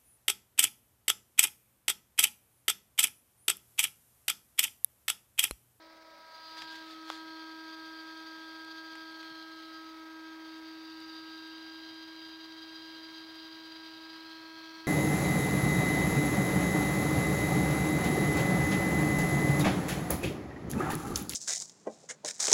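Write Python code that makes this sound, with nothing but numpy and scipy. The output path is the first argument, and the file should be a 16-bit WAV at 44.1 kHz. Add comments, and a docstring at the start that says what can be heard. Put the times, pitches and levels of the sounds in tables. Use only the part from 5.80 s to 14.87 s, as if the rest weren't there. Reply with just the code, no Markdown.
"""An electronics bench: at the oscilloscope a small instrument fan hums, under even room air and faint tones. A
hand-held camera swings to the breadboards: the hiss jumps up, sleeve and case rustle, and the case clicks a few
times, sharpest at 1.3 s, then lightly again near 3.2 and 3.4 s. Then it drifts to the far board and moves in
close: fan partials swell and fade, faint ticks dot the treble. Hum and whine are harmonics of the blade rate in
standing waves; the hiss is coloured noise. A delayed copy of whine and hiss, the echo off the bench, sweeps a
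comb through them."""
import sys
import numpy as np
from scipy import signal
from scipy.fft import rfft, irfft, next_fast_len
from scipy.io import wavfile
from scipy.ndimage import map_coordinates

SR = 44100
rng = np.random.default_rng(int(sys.argv[2]) if len(sys.argv) > 2 else 0)


def generate_wav(sig):
    """Save sig (samples, or channels by samples) to the path in sys.argv[1] as 16-bit PCM at SR."""
    pcm = np.round(np.clip(np.atleast_2d(sig).T, -1, 1) * 32767).astype(np.int16)
    wavfile.write(sys.argv[1], SR, pcm)


N = 399987
TIME = np.arange(N) / SR

# where the camera is: (time [s], place [0 oscilloscope, 1 near board, 2 far board, 3 close to the far board])
PLACE = [(.25, 0), (.75, 1), (4.0, 1), (6.0, 2), (7.6, 2), (8.7, 3)]


def gain_of(db):
    """Decibels to amplitude."""
    return 10 ** (np.asarray(db) / 20)


def evened(x):
    """Scales a sound to rms 1."""
    return x / np.sqrt(np.mean(x ** 2) + 1e-20)


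def curves(rows, t=TIME):
    """Each column of a table after the first, joined by straight lines in time."""
    s, *columns = np.transpose(rows)
    return [np.interp(t, s, column) for column in columns]


def read(points, hz):
    """A spectrum in dB as gains, joined on a log-frequency axis."""
    f, db = np.transpose(points)
    return gain_of(np.interp(np.log(hz + 1), np.log(f), db))


def add(mix, s, sound):
    """Adds a sound at time s, cut off at the end of the mix."""
    part = mix[round(s * SR):][:len(sound)]
    part += sound[:len(part)]


def noise(shape, drive=1):
    """White noise, scaled by the drive, then coloured by shape(Hz); rms 1."""
    size = next_fast_len(N)
    spectrum = rfft(drive * rng.standard_normal(N), size)
    coloured = irfft(spectrum * shape(np.fft.rfftfreq(size, 1 / SR)), size)
    return evened(coloured[:N])


def wander(rate_hz):
    """A slow random curve of rms 1, with little above the rate."""
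    t = np.arange(0, N / SR + 1, 1 / 2000)
    hz = np.fft.rfftfreq(len(t), t[1])
    spectrum = rfft(rng.standard_normal(len(t))) / np.sqrt(1 + (hz / rate_hz) ** 4)
    return np.interp(TIME, t, evened(irfft(spectrum, len(t))))


def swells(rows):
    """A smooth rise and fall for each row (time [s], length [s], peak level [dB])."""
    return sum(gain_of(db) * np.exp(-2 * ((TIME - s) / length) ** 2) for s, length, db in rows)


def standing_wave(order):
    """Gain of one harmonic as the camera passes its nodes and antinodes; 1 far from them."""
    # by multiple of the blade rate: (time [s], half-width [s], gain at the centre [dB, below 0 a node])
    crossings = {1: [(.52, 0.73, -29), (1.3, 0.6, 5.5), (4.85, 0.69, 4.5)], 2: [(1.2, 0.079, -3),
                 (5.35, 0.44, -10)], 3: [(.67, 0.056, -5), (.88, 0.4, 9.5), (1.14, 0.18, -30),
                 (3.85, 0.24, -11)], 4: [(.97, 0.16, -16), (1.05, 0.2, 7), (4.05, 0.23, 3),
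                 (5.45, 0.15, 7.5)], 5: [(.68, 0.085, -10), (.95, 0.069, 5.5), (1.13, .15, -20),
                 (3, 0.26, 2.5), (3.85, .07, -4.5), (4.14, 0.16, -12), (4.92, 0.32, -3), (5.8, 0.44, 3.5)],
                 8: [(3.75, 0.42, -24)], 10: [(.55, 0.23, -14), (4.55, .3, 8.5), (5.15, 0.33, -12)],
                 15: [(.75, .2, 6.5), (1.12, 0.15, -12)], 18: [(8.97, .12, 16)]}
    gain = np.ones(N)
    for s, width_s, centre_db in crossings.get(order, []):
        away = ((TIME - s) / width_s) ** 2
        gain = gain * np.sqrt((gain_of(centre_db) ** 2 + away) / (1 + away))
    return gain


def partial(turns, order, eddies, flutter=0.0096, flutter_hz=15, eddy_db=0.15):
    """One harmonic of the blade rate in its standing wave; eddies at the intake shake the higher ones most."""
    angle = 2 * np.pi * (order * turns + rng.random())
    depth = flutter * order
    # independent flutter in phase and in quadrature blurs both level and pitch
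    in_phase = (1 + depth * wander(flutter_hz)) * np.sin(angle)
    quadrature = depth * wander(flutter_hz) * np.cos(angle)
    shaken = (in_phase + quadrature) * gain_of(eddy_db * order * eddies)
    return standing_wave(order) * evened(shaken)


def fan_hum(turns, eddies, hum_db=0.67):
    """Blade harmonics with their own balance at each place, blended from one to the next."""
    # by multiple of the blade rate, before the hum_db trim and the standing waves:
    # (oscilloscope [dB], near board [dB], far board [dB], close to the far board [dB])
    hum_levels = {1: (-59.5, -54, -52.7, -53), 2: (-65, -68, -72.5, -70.5), 3: (-69, -61.5, -64.5, -61),
                  4: (-65, -57, -68.5, -61.5), 5: (-69.5, -53.5, -59, -56.5), 6: (-75, -72.5, -75.5, -75),
                  7: (-84, -76.5, -76, -73), 8: (-94, -71, -74.5, -66), 11: (-84, -73, -77, -78),
                  12: (-76, -76, -87, -82), 16: (-76, -82, -80, -81), 17: (-85, -83, -81, -86),
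                  18: (-88, -96, -88, -86), 19: (-94, -87, -85, -90), 20: (-88, -79, -81, -85)}
    place, = curves(PLACE)
    hum = np.zeros(N)
    for order, levels in hum_levels.items():
        level_db = hum_db + np.interp(place, range(len(levels)), levels)
        hum += gain_of(level_db) * partial(turns, order, eddies)
    return hum


def fan_whine(turns, eddies):
    """Two high harmonics of the blade rate that sing out of the hiss."""
    # by multiple of the blade rate, against the hiss and before the standing waves:
    # (near board [dB], far board [dB], close to the far board [dB])
    whine_levels = {10: (-11, -4, -12.5), 15: (-8, -8.5, -7.5)}
    place, = curves(PLACE)
    whine = np.zeros(N)
    for order, levels in whine_levels.items():
        whine += gain_of(np.interp(place, (1, 2, 3), levels)) * partial(turns, order, eddies)
    return whine


def fan_hiss(eddies, eddy_db=1.0, rattle_db=1.5, rattle_hz=150):
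    """Unsteady air through blades and grille: noise swelled by the eddies and a faster rattle, then coloured."""
    # colour of the hiss: (frequency [Hz], relative density [dB per Hz])
    hiss_colour = [(1200, -51), (2000, -23), (2700, -5.5), (3100, -4), (3500, -1), (3800, 1.5), (4300, 4),
                   (4850, 1), (5060, -7), (5700, -13), (6400, -22.5), (7100, -26), (9500, -28),
                   (15500, -27.5)]
    unsteady_db = eddy_db * eddies + rattle_db * wander(rattle_hz)
    return noise(lambda hz: read(hiss_colour, hz), gain_of(unsteady_db))


def over_bench(sound, rebound=0.13, dull_hz=6500):
    """Echoes off the bench, their top scattered by the clutter, make a comb that slides as the camera moves."""
    # from fan to microphone: (time [s], level of the hiss [dB], strength of the echo [0-1])
    path = [(0, -68.5, 0.5), (.35, -69, 0.9), (.62, -56.5, 0.1), (.82, -50.5, 0), (1.15, -57.5, .3),
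            (1.5, -55.5, 0.5), (3.2, -54.5, 0.4), (3.55, -54, 0.4), (3.9, -56, 0.3), (4.3, -63, 0.26),
            (4.8, -57.5, 0.52), (5.3, -53, 0.74), (6.1, -54, 0.9), (8.2, -53.5, 0.5), (9.07, -55, 0.43)]
    # how much later the echo arrives: (time [s], delay [ms])
    echo_delay = [(.62, .2), (1.15, .9), (1.45, .915), (1.8, .872), (3.25, .878), (3.55, .94), (4.3, 1.085),
                  (5.2, 1.065), (6.1, 1.026), (8.2, 1.028), (8.65, .94), (9.07, .92)]
    level_db, echo = curves(path)
    delay_ms, = curves(echo_delay)
    lag = delay_ms * SR / 1000  # in samples
    dull = signal.sosfiltfilt(signal.butter(4, dull_hz, fs=SR, output="sos"), sound)
    # the second bounce, between camera and bench, narrows the peaks of the comb
    bounces = [echo, rebound * echo]
    echoes = np.zeros(N)
    for count, gain in enumerate(bounces, 1):
        echoes += gain * map_coordinates(dull, [np.arange(N) - count * lag], order=3)
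    # scaled down as the echo gets stronger, to keep the level about even
    power = 1 + sum(gain ** 2 for gain in bounces)
    return gain_of(level_db) * (sound + echoes) / np.sqrt(power)


def room_air(air_db=-58, opening_db=-3, drift_db=0.83, drift_hz=31):
    """Even background, a little quieter at the start; a hollow band of air early on, a low drone by the far board."""
    # room air and microphone hiss: (frequency [Hz], relative density [dB per Hz])
    air_colour = [(15, -13), (55, -11.5), (150, -11), (290, -3), (450, -5.5), (900, 0), (1700, 0),
                  (2200, 1), (2700, -8.5), (4500, -3.5), (5600, -9), (7000, -20.5), (9500, -24),
                  (15500, -19)]
    vent_hz, vent_width_hz, vent_db = 590, 80, -67
    drone_hz, drone_width_hz, drone_db = 115, 25, -81
    place, = curves(PLACE)
    level_db = air_db + opening_db * np.maximum(1 - place, 0)
    air = noise(lambda hz: read(air_colour, hz)) * gain_of(level_db + drift_db * wander(drift_hz))
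    vent = noise(lambda hz: 1 / (1 + ((hz - vent_hz) / vent_width_hz) ** 2))
    vent = vent * swells([(.3, .7, vent_db)])
    drone = noise(lambda hz: 1 / (1 + ((hz - drone_hz) / drone_width_hz) ** 2))
    drone = drone * gain_of(drone_db) * np.clip(place - 1, 0, 1)
    return air + vent + drone


def other_gear(waver=0.34, waver_hz=4.2):
    """Mains hum and faint steady tones of the other gear, each a sine whose phase wavers (in radians)."""
    # pitch of each tone: (frequency [Hz])
    tone_pitches = (60, 104, 120, 240, 586.5, 801, 1087.4, 1372.3, 1602, 8156, 8542.5, 9318)
    # a row for each pitch: (rms level over the near board [dB], over the far board [dB])
    tone_levels = [(-87.5, -88), (-102, -91), (-100, -89), (-88, -83), (-78, -94), (-76, -78.5), (-92, -73),
                   (-84, -76), (-73, -75), (-95, -97), (-91, -96), (-92, -96)]
    place, = curves(PLACE)
    gear = np.zeros(N)
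    for hz, levels in zip(tone_pitches, tone_levels):
        tone = np.sqrt(2) * np.sin(2 * np.pi * hz * TIME + waver * wander(waver_hz))
        gear += gain_of(np.interp(place, (1, 2), levels)) * tone
    return gear


def handling(grain_db=3.0, grain_hz=300, bump_hz=190):
    """Grainy rubbing noise and low bumps carried through the camera's body."""
    # sleeve and grip rubbing as the camera swings: (time [s], length [s], level [dB])
    rustles = [(.782, 0.018, -48.5), (.822, 0.04, -50), (.945, 0.062, -52.5), (.98, 0.14, -67),
               (1.11, .07, -55), (1.28, 0.05, -55), (1.34, 0.07, -50)]
    # colour of the rubbing: (frequency [Hz], relative density [dB per Hz])
    rub_colour = [(100, -40), (350, -10), (600, -5), (1200, -5), (1800, 2), (2600, -7), (3400, 5),
                  (4600, 1), (6000, -9), (9000, -18.5), (15500, -26)]
    # soft bumps of the hand: (time [s], length [s], level [dB])
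    bumps = [(.84, .05, -70), (3.515, .025, -69)]
    rub = noise(lambda hz: read(rub_colour, hz))
    rub = evened(rub * gain_of(grain_db * wander(grain_hz)))
    thud = noise(lambda hz: hz / (30 + hz) / (bump_hz ** 3 + hz ** 3))
    return rub * swells(rustles) + thud * swells(bumps)


def snap(size=1024):
    """A causal, minimum-phase pulse of peak 1 with the colour of a plastic contact."""
    # colour of the snap: (frequency [Hz], relative level [dB])
    snap_colour = [(100, -35), (400, 6), (2000, 16.5), (3500, 12), (4200, -1), (5500, 9), (6300, -8),
                   (7600, -2), (9000, -25), (11200, -8), (15500, -53)]
    log_gain = np.log(read(snap_colour, abs(np.fft.fftfreq(size, 1 / SR))))
    # the Hilbert transform of the log gain gives the phase that starts the pulse at once
    pulse = np.fft.ifft(np.exp(signal.hilbert(log_gain).conj())).real[:size // 2]
    return pulse / abs(pulse).max()


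def clicks():
    """Each contact snaps and briefly rings the well-damped case, which is too small to radiate bass."""
    # clicks of the camera's case, before the bass cut: (time [s], snap level [dB], body level [dB])
    contacts = [(.7715, -37, -54), (.8203, -29, -43), (.8215, -30, -50), (.8248, -34, -54),
                (1.3011, -33, -40), (1.3017, -24.5, -20.5), (3.1545, -36, -68), (3.158, -40, -68),
                (3.4295, -37, -64), (3.4315, -38, -64)]
    # what the case rings with: (frequency [Hz], relative level [dB], t60 [s])
    case_modes = [(1020, -5, .005), (1270, 0, .0055), (3480, -15, .006)]
    t = np.arange(SR // 20) / SR
    ring = sum(gain_of(db - 60 * t / t60) * np.sin(2 * np.pi * hz * t) for hz, db, t60 in case_modes)
    pulse = snap()
    out = np.zeros(N)
    for s, snap_db, body_db in contacts:
        add(out, s, gain_of(snap_db) * pulse)
        add(out, s, gain_of(body_db) * ring)
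    bass_cut = signal.butter(3, 500, "highpass", fs=SR, output="sos")
    return signal.sosfilt(bass_cut, out)


def faint_ticks(tick_t60=.02):
    """Each tick is a short puff of treble: decaying noise (t60 in s) through a band-pass."""
    # very faint ticks: (time [s], peak level [dB])
    tick_times = [(2.3768, -60), (2.8478, -57), (3.1536, -53), (3.3187, -62), (3.4289, -59), (3.7896, -59),
                  (4.7814, -61), (5.2019, -57), (5.6723, -60), (6.1433, -60), (7.5556, -61), (7.8599, -60),
                  (8.4969, -59), (8.9679, -60)]
    t = np.arange(SR // 40) / SR
    band = signal.butter(2, [6800, 9500], "bandpass", fs=SR, output="sos")
    out = np.zeros(N)
    for s, db in tick_times:
        grain = signal.sosfilt(band, rng.standard_normal(len(t)) * gain_of(-60 * t / tick_t60))
        add(out, s, gain_of(db) * grain / abs(grain).max())
    return out


def scene(eddy_hz=22, jitter=0.00043, jitter_hz=5.7):
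    """Everything at one microphone; the same eddies swell the fan's hum, its whine and its hiss."""
    # rate at which the blades pass, before the jitter: (time [s], rate [Hz])
    blade_rate = [(0, 322.59), (0.6, 321.48), (1.2, 320.41), (2.2, 320.6), (3, 321.63), (3.7, 321.7),
                  (4.6, 320.39), (5.3, 320.53), (6.3, 321.97), (8, 322.13), (8.7, 322.69), (9.07, 322.92)]
    eddies = wander(eddy_hz)
    blade_hz, = curves(blade_rate)
    # blade passes so far, the shared phase of all the fan's harmonics
    turns = np.cumsum(blade_hz * (1 + jitter * wander(jitter_hz))) / SR
    hum = fan_hum(turns, eddies)
    airborne = over_bench(fan_whine(turns, eddies) + fan_hiss(eddies))
    background = room_air() + other_gear()
    return (hum + airborne + background + handling() + clicks() + faint_ticks())[None]


def record(dry, edge_hz=15800):
    """The recorder's band limit: a steep low-pass without delay."""
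    low_pass = signal.firwin(801, edge_hz, window=("kaiser", 9), fs=SR)
    return signal.oaconvolve(dry, low_pass[None], "same")


dry = scene()
out = record(dry)
generate_wav(out)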